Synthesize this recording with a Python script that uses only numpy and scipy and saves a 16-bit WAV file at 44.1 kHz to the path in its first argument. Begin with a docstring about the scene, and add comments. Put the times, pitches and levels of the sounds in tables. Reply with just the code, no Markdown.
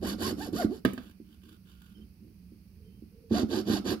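"""Sawing metal at a jeweller's bench

A fine saw cuts a metal strip on a wooden bench pin, close by in a small room. Blade speed sets the tooth
rate, so each stroke buzzes up and down in pitch as the teeth rasp, catch and shake the bench.
The saw knocks on the pin; in a pause the strip is shifted and the blade reseated, then sawing resumes."""
import sys
import numpy as np
from scipy import signal
from scipy.fft import rfft, irfft, next_fast_len
from scipy.io import wavfile
from scipy.ndimage import uniform_filter1d, map_coordinates

SR = 44100
rng = np.random.default_rng(int(sys.argv[2]) if len(sys.argv) > 2 else 0)


def transcribe(u):
    """Save the signal u as a 16-bit wav file named by the first command-line argument.

    u: samples, shape (n,) or (channels, n), limited to [-1, 1]; the rate is SR.
    q: integer samples, one column per channel.
    """
    v = np.clip(np.atleast_2d(u).T, -1, 1)
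    q = np.round(v * 32767).astype(np.int16)
    wavfile.write(sys.argv[1], SR, q)


N = 176400

# Background spectra (frequency [Hz], level [dB])
RUMBLE_SPECTRUM = [(20, -21), (68, 5.5), (110, -2), (150, -10), (185, 7), (240, -10), (400, -20),
                   (650, -37), (4000, -60.5)]
AIR_LEFT = [(2200, -4), (4000, -10), (7300, -12.5), (9800, 2), (15500, -0.5)]
AIR_RIGHT = [(1900, -0.5), (2500, 7.5), (3600, -5), (4600, 7), (6200, -1), (7500, -18), (9500, -7),
             (12000, -1)]
# Course of the rumble (time [s], level [dB])
RUMBLE_LEVELS = [(0, -40.5), (1.001, -57), (2.552, -53)]
# Steady hiss (left level [dB], right level [dB])
AIR_LEVELS = [-70.5, -68.5]
# Resonances of pin and bench, strip, and saw (frequency [Hz], bandwidth [Hz], level [dB])
BENCH_MODES = [(102.6, 40, -9.5), (221.1, 15.8, 5.5), (300.6, 31, 0.5), (357.3, 24, -6.5), (522, 15, -21.5),
               (686, 25, -9.5)]
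STRIP_MODES = [(1412, 162, 2), (2935, 960, -5.5), (11700, 7400, -19.5)]
SAW_MODES = [(3040, 150, 11.5), (4020, 27, 12.5), (4460, 60, 22.5), (5193, 55, 23.5)]
# The strip slides on the wood (start [s], duration [s], scuff level [dB], bench level [dB])
SHIFTS = [(0.995, 0.14, -62, -54), (1.228, 0.18, -72.5, -63.5), (1.41, 0.17, -63.5, -54.5),
          (1.638, 0.15, -66.5, -70), (1.763, 0.19, -67, -73), (1.926, 0.16, -74.5, -54),
          (2.182, 0.16, -103, -55.5)]
# Faint narrow tones while handling: the frame hums low, the rubbed saw squeaks high (start [s], duration [s],
# frequency [Hz], level [dB])
SQUEAKS = [(1.938, 0.11, 3110, -73), (1.953, .06, 5300, -65), (2.761, 0.26, 431, -64),
           (2.837, 0.17, 3113, -79), (3.11, 0.25, 447.5, -59.5)]
# The saw hits the pin (time [s], thud level [dB], clack level [dB], tick level [dB])
KNOCKS = [(0.85, -14.5, -23.5, -31), (0.8563, -19.5, -39, -64.5), (0.934, -35.5, -71, -41),
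          (.977, -34, -39.5, -60)]
# Low modes of the wood, hard modes of pin and strip (frequency [Hz], level [dB], T60 [s])
THUD_MODES = [(122.9, -6, 0.068), (197.8, -19, 0.39), (244.2, 4.5, 0.093), (327, -5, 0.07),
              (366, -2.5, 0.051)]
CLACK_MODES = [(666, -1, 0.052), (1258, 3.5, 0.033), (1660, 13.5, 0.01)]
# Impact noise spectra (frequency [Hz], level [dB])
CLACK_SPECTRUM = [(500, 9.5), (1000, -3), (1600, -4.5), (2200, -4.5), (3900, -7.5), (6000, -17.5),
                  (16000, -82)]
TICK_SPECTRUM = [(6000, -7.0), (12000, -2.5), (16000, -1.5)]
# The blade snags or is nudged in its cut (time [s], level [dB])
SNAGS = [(0.327, -22), (0.532, -20), (0.647, -17), (1.201, -36), (2.52, -42), (3.023, -38), (3.311, -17.5),
         (3.32, -18), (3.384, -26), (3.432, -16.5), (3.7, -16), (3.892, -22), (3.738, -17.5)]
# Saw strokes (start [s], duration [s], peak tooth rate [Hz], buzz level [dB],
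# buzz rise over the stroke [dB], judder level [dB], rasp level [dB], hiss level [dB])
STROKES = [(0.014, 0.14, 1155, -41.5, -20, -34.5, -46, -52),
           (0.18, 0.15, 1097, -35, 2.5, -33.5, -42.5, -48), (0.359, 0.14, 897.5, -41, 6, -41.5, -52, -57.5),
           (0.521, 0.14, 722, -30, 13.5, -36.5, -46.5, -52),
           (0.682, 0.12, 444, -48, -47.5, -50.5, -63.5, -67.5),
           (3.301, 0.14, 728.9, -35, -15.5, -28.5, -42, -58.5),
           (3.484, 0.142, 897.5, -46, -33, -30, -44.5, -55),
           (3.653, 0.15, 941.4, -40, 4, -31.5, -41.5, -53), (3.841, 0.11, 860, -46.5, -39, -29, -40, -51)]
# Tooth harmonics 1 to 3 at full speed (level [dB])
HARMONICS = [-0.5, -7.5, -11.5]
# Cutting spectra (frequency [Hz], level [dB])
BUZZ_SPECTRUM = [(120, -13.5), (210, 9), (380, 6), (530, -7), (715, 1), (1000, -11), (1330, 0),
                 (1900, -5.5), (4000, -20)]
RASP_SPECTRUM = [(300, -15.5), (950, 0.5), (1300, 7), (1850, -3), (2300, -5), (3100, -3), (4400, 1.5),
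                 (5600, -4), (7200, -14.5), (16000, -60.5)]
HISS_SPECTRUM = [(3000, -46.5), (7000, 0.5), (9300, -4.5), (11500, 3), (13500, -7), (16000, -22)]
# Stereo balance (frequency [Hz], left minus right level [dB])
BALANCE = [(90, -3.5), (440, -7.5), (540, -0.5), (740, 0.5), (1200, -16), (3000, -8), (4400, -4.5),
           (6500, -7.5), (9000, 21), (15000, 11.5)]

TIME = np.arange(N) / SR

def amp(db):
    """Decibels express an amplitude ratio logarithmically."""
    return 10 ** (np.asarray(db) / 20)

def unit(x):
    """Normalisation sets the RMS to 1."""
    return x / np.sqrt(np.mean(x ** 2) + 1e-20)

def along(points, hz):
    """Interpolation on a logarithmic frequency axis."""
    freqs, values = np.transpose(points)
    return np.interp(np.log(hz + 1), np.log(freqs + 1), values)

def wobble(rate):
    """Smooth random modulation: a spline through `rate` knots a second."""
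    return map_coordinates(rng.standard_normal(N), [TIME * rate], order=3)

def filtered(x, response):
    """Linear filtering multiplies the spectrum by a frequency response."""
    size = 2 * next_fast_len(N * 3 // 5)
    return irfft(rfft(x, size) * response(np.fft.rfftfreq(size, 1 / SR)), size)[..., :N]

def colour(x, spectrum):
    """Minimum-phase filtering shapes a spectrum causally, with unit energy."""
    def response(hz):
        cepstrum = irfft(np.log(amp(along(spectrum, hz))))
        cepstrum[1:len(cepstrum) // 2] *= 2
        cepstrum[len(cepstrum) // 2 + 1:] = 0
        gain = np.exp(rfft(cepstrum))
        return gain / np.sqrt(np.mean(abs(gain) ** 2))
    return filtered(x, response)

def resonate(x, modes):
    """Forced vibration: the responses of damped resonators superpose."""
    return filtered(x, lambda f: sum(amp(db) * 1j * f * width / (hz * hz - f * f + 1j * f * width)
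                                     for hz, width, db in modes))

def grit(rough_db, rate):
    """Random amplitude modulation gathers noise into clumps."""
    return unit(rng.standard_normal(N) * amp(rough_db * wobble(rate)))

def decay(start, t60):
    """Exponential decay from a sudden onset, 60 dB in t60 seconds."""
    age = TIME - start
    return (age >= 0) * amp(-60 * np.maximum(age, 0) / t60)

def arch(start, length, skew=1):
    """Half-sine envelope; a skew below 1 brings the peak forward."""
    progress = np.clip((TIME - start) / length, 0, 1) % 1
    return np.abs(np.sin(np.pi * progress ** skew))

def background():
    """Coherence: workshop rumble is nearly alike at both ears, the faint hiss independent."""
    level = amp(np.interp(TIME, *np.transpose(RUMBLE_LEVELS)))
    common = rng.standard_normal(N) * amp([[-3.5], [2.5]])
    rumble = colour(common + amp(-41.5) * rng.standard_normal((2, N)), RUMBLE_SPECTRUM)
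    air = [amp(db) * colour(rng.standard_normal(N), spectrum)
           for db, spectrum in zip(AIR_LEVELS, (AIR_LEFT, AIR_RIGHT))]
    return level * rumble + np.array(air)

def reflections(x, t60):
    """Reverberation: convolution with decaying noise, different at each ear."""
    tail = rng.standard_normal((2, SR // 2)) * decay(0, t60)[:SR // 2]
    tail /= np.linalg.norm(tail, axis=1, keepdims=True)
    return signal.fftconvolve(x[None], tail, axes=1)[:, :N]

def bench(force, top_hz=640, low_hz=50):
    """Pin and bench answer a force through their modes, within a limited band."""
    band = lambda f: 1 / (1 + 1.3j * f / top_hz - (f / top_hz) ** 2) * 1j * f / (low_hz + 1j * f)
    return filtered(resonate(force, BENCH_MODES), lambda f: band(f) ** 2)

def soft_push(force, cutoff_hz=443):
    """A soft contact drives the bench with no treble."""
    return filtered(bench(force), lambda hz: np.exp(-(hz / cutoff_hz) ** 2))

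def handling(squeak_width_hz=55):
    """Sliding friction excites strip and bench; the handled frame hums and the rubbed saw squeaks in narrow
    bands."""
    scuff = sum(amp(db) * arch(start, length) for start, length, db, _ in SHIFTS)
    scuff *= unit(resonate(grit(rough_db=4.5, rate=250), STRIP_MODES))
    rub = sum(amp(db) * arch(start, length) for start, length, _, db in SHIFTS)
    rub *= unit(soft_push(rng.standard_normal(N)))
    squeaks = 0
    for start, length, hz, db in SQUEAKS:
        tone = filtered(rng.standard_normal(N), lambda f: 1 / (1 + (2 * (f - hz) / squeak_width_hz) ** 2))
        squeaks += amp(db) * arch(start, length, skew=.65) * unit(tone)
    return scuff + rub + squeaks

def knocks(attack_s=0.0016, tail_t60=0.42):
    """Impact starts free vibration: a wooden thud, a hard clack and a steel tick."""
    t = np.arange(SR // 3) / SR
    struck = lambda modes: sum(amp(db - 60 * t / t60) * np.sin(2 * np.pi * hz * t)
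                               for hz, db, t60 in modes)
    attack = 1 - np.exp(-t / attack_s)
    ringing, clack, tick = np.zeros(N + SR), 0, 0
    for start, thud_db, clack_db, tick_db in KNOCKS:
        vibration = amp(thud_db) * struck(THUD_MODES) + amp(clack_db) * struck(CLACK_MODES)
        ringing[round(start * SR):][:len(t)] -= attack * vibration
        clack += amp(clack_db) * (decay(start, t60=0.032) + amp(-19) * decay(start, tail_t60))
        tick += amp(tick_db) * (decay(start, t60=0.01) + amp(-29) * decay(start, tail_t60))
    clack_noise = colour(clack * rng.standard_normal(N), CLACK_SPECTRUM)
    tick_noise = colour(tick * rng.standard_normal(N), TICK_SPECTRUM)
    return ringing[:N] + clack_noise + tick_noise

def snags():
    """Stick-slip: a tooth holds and lets go, giving the bench an impulse."""
    jolts = np.zeros(N)
    for start, db in SNAGS:
        jolts[round(start * SR)] = amp(db)
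    return soft_push(jolts) / np.abs(soft_push(signal.unit_impulse(N))).max()

def judder(strength, catches_per_s=477.3, spread_db=3, bend_s=.003):
    """Random catches drive the bench; changing hand pressure modulates the pitch of its ring."""
    catches = (rng.random(N) < catches_per_s / SR) * amp(spread_db * rng.standard_normal(N))
    catches *= np.sign(rng.standard_normal(N))
    shaking = bench(catches * strength)
    warped_samples = np.arange(N) + SR * bend_s * wobble(rate=22)
    return map_coordinates(shaking, [warped_samples], order=1) / np.std(bench(catches))

def sawing(spacing_jitter=.011, grip_db=3, tooth_size_db=2.2, pulse_depth=0.86, swell_s=.024):
    """Periodic excitation: tooth rate is proportional to blade speed; amplitudes follow its powers."""
    start, length, peak_hz, buzz_db, rise_db, judder_db, rasp_db, hiss_db = np.transpose(STROKES)
    stroke = np.maximum(np.searchsorted(start, TIME) - 1, 0)
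    travel = np.clip((TIME - start[stroke]) / length[stroke], 0, 1)
    speed = np.abs(np.sin(np.pi * (travel % 1) ** 1.12)) ** 0.75  # fastest just after mid-stroke
    level = lambda db, power: amp(db)[stroke] * speed ** power
    swell = lambda db, power: uniform_filter1d(level(db, power), round(swell_s * SR))
    tooth_hz = peak_hz[stroke] * speed * (1 + spacing_jitter * wobble(rate=500))
    phase = 2 * np.pi * np.cumsum(tooth_hz) / SR
    # The grip varies within a stroke, and overtones weaken at low speed.
    teeth = sum(amp(db + grip_db * wobble(rate=39.57)) * speed ** (k - 1) * np.sin(k * phase)
                for k, db in enumerate(HARMONICS, 1))
    bite = amp(tooth_size_db * wobble(rate=220) + rise_db[stroke] * (travel - .5))
    buzz = filtered(teeth * bite * level(buzz_db, power=0.97), lambda hz: amp(along(BUZZ_SPECTRUM, hz)))
    shaking = judder(level(judder_db, power=0.31))
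    pulses = 1 + pulse_depth * np.cos(phase)
    rasp = colour(grit(rough_db=2.5, rate=500) * pulses * swell(rasp_db, power=1.25), RASP_SPECTRUM)
    friction = grit(rough_db=3.5, rate=590) * pulses * swell(hiss_db, power=1.4)
    return buzz + shaking + rasp + colour(friction, HISS_SPECTRUM) + resonate(friction, SAW_MODES)

def scene(diffuse_hz=1075, left_lead_s=.0001):
    """Superposition of paths: bass arrives directly, treble mostly scattered by the bench top."""
    work = sawing() + snags() + knocks() + handling()
    treble = lambda hz: 1 - 1 / (1 + (hz / diffuse_hz) ** 6)
    direct = filtered(work, lambda hz: amp(-7.5 * treble(hz)))
    scattered = amp(2.5) * filtered(reflections(work, t60=.02), treble)
    room = amp(-7.5) * reflections(work, t60=0.25)
    def ears(hz):
        gains = amp(np.outer([.5, -.5], along(BALANCE, hz)))
        delays = np.exp(np.pi * left_lead_s * np.outer([1j, -1j], hz))
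        return gains / gains.mean(axis=0) * delays
    return filtered(direct + scattered + room, ears) + background()

def record(dry, cutoff_hz=15780):
    """Band limiting: an ideal low-pass filter removes the highest treble."""
    return filtered(dry, lambda hz: hz < cutoff_hz)

dry = scene()
out = record(dry)
transcribe(out)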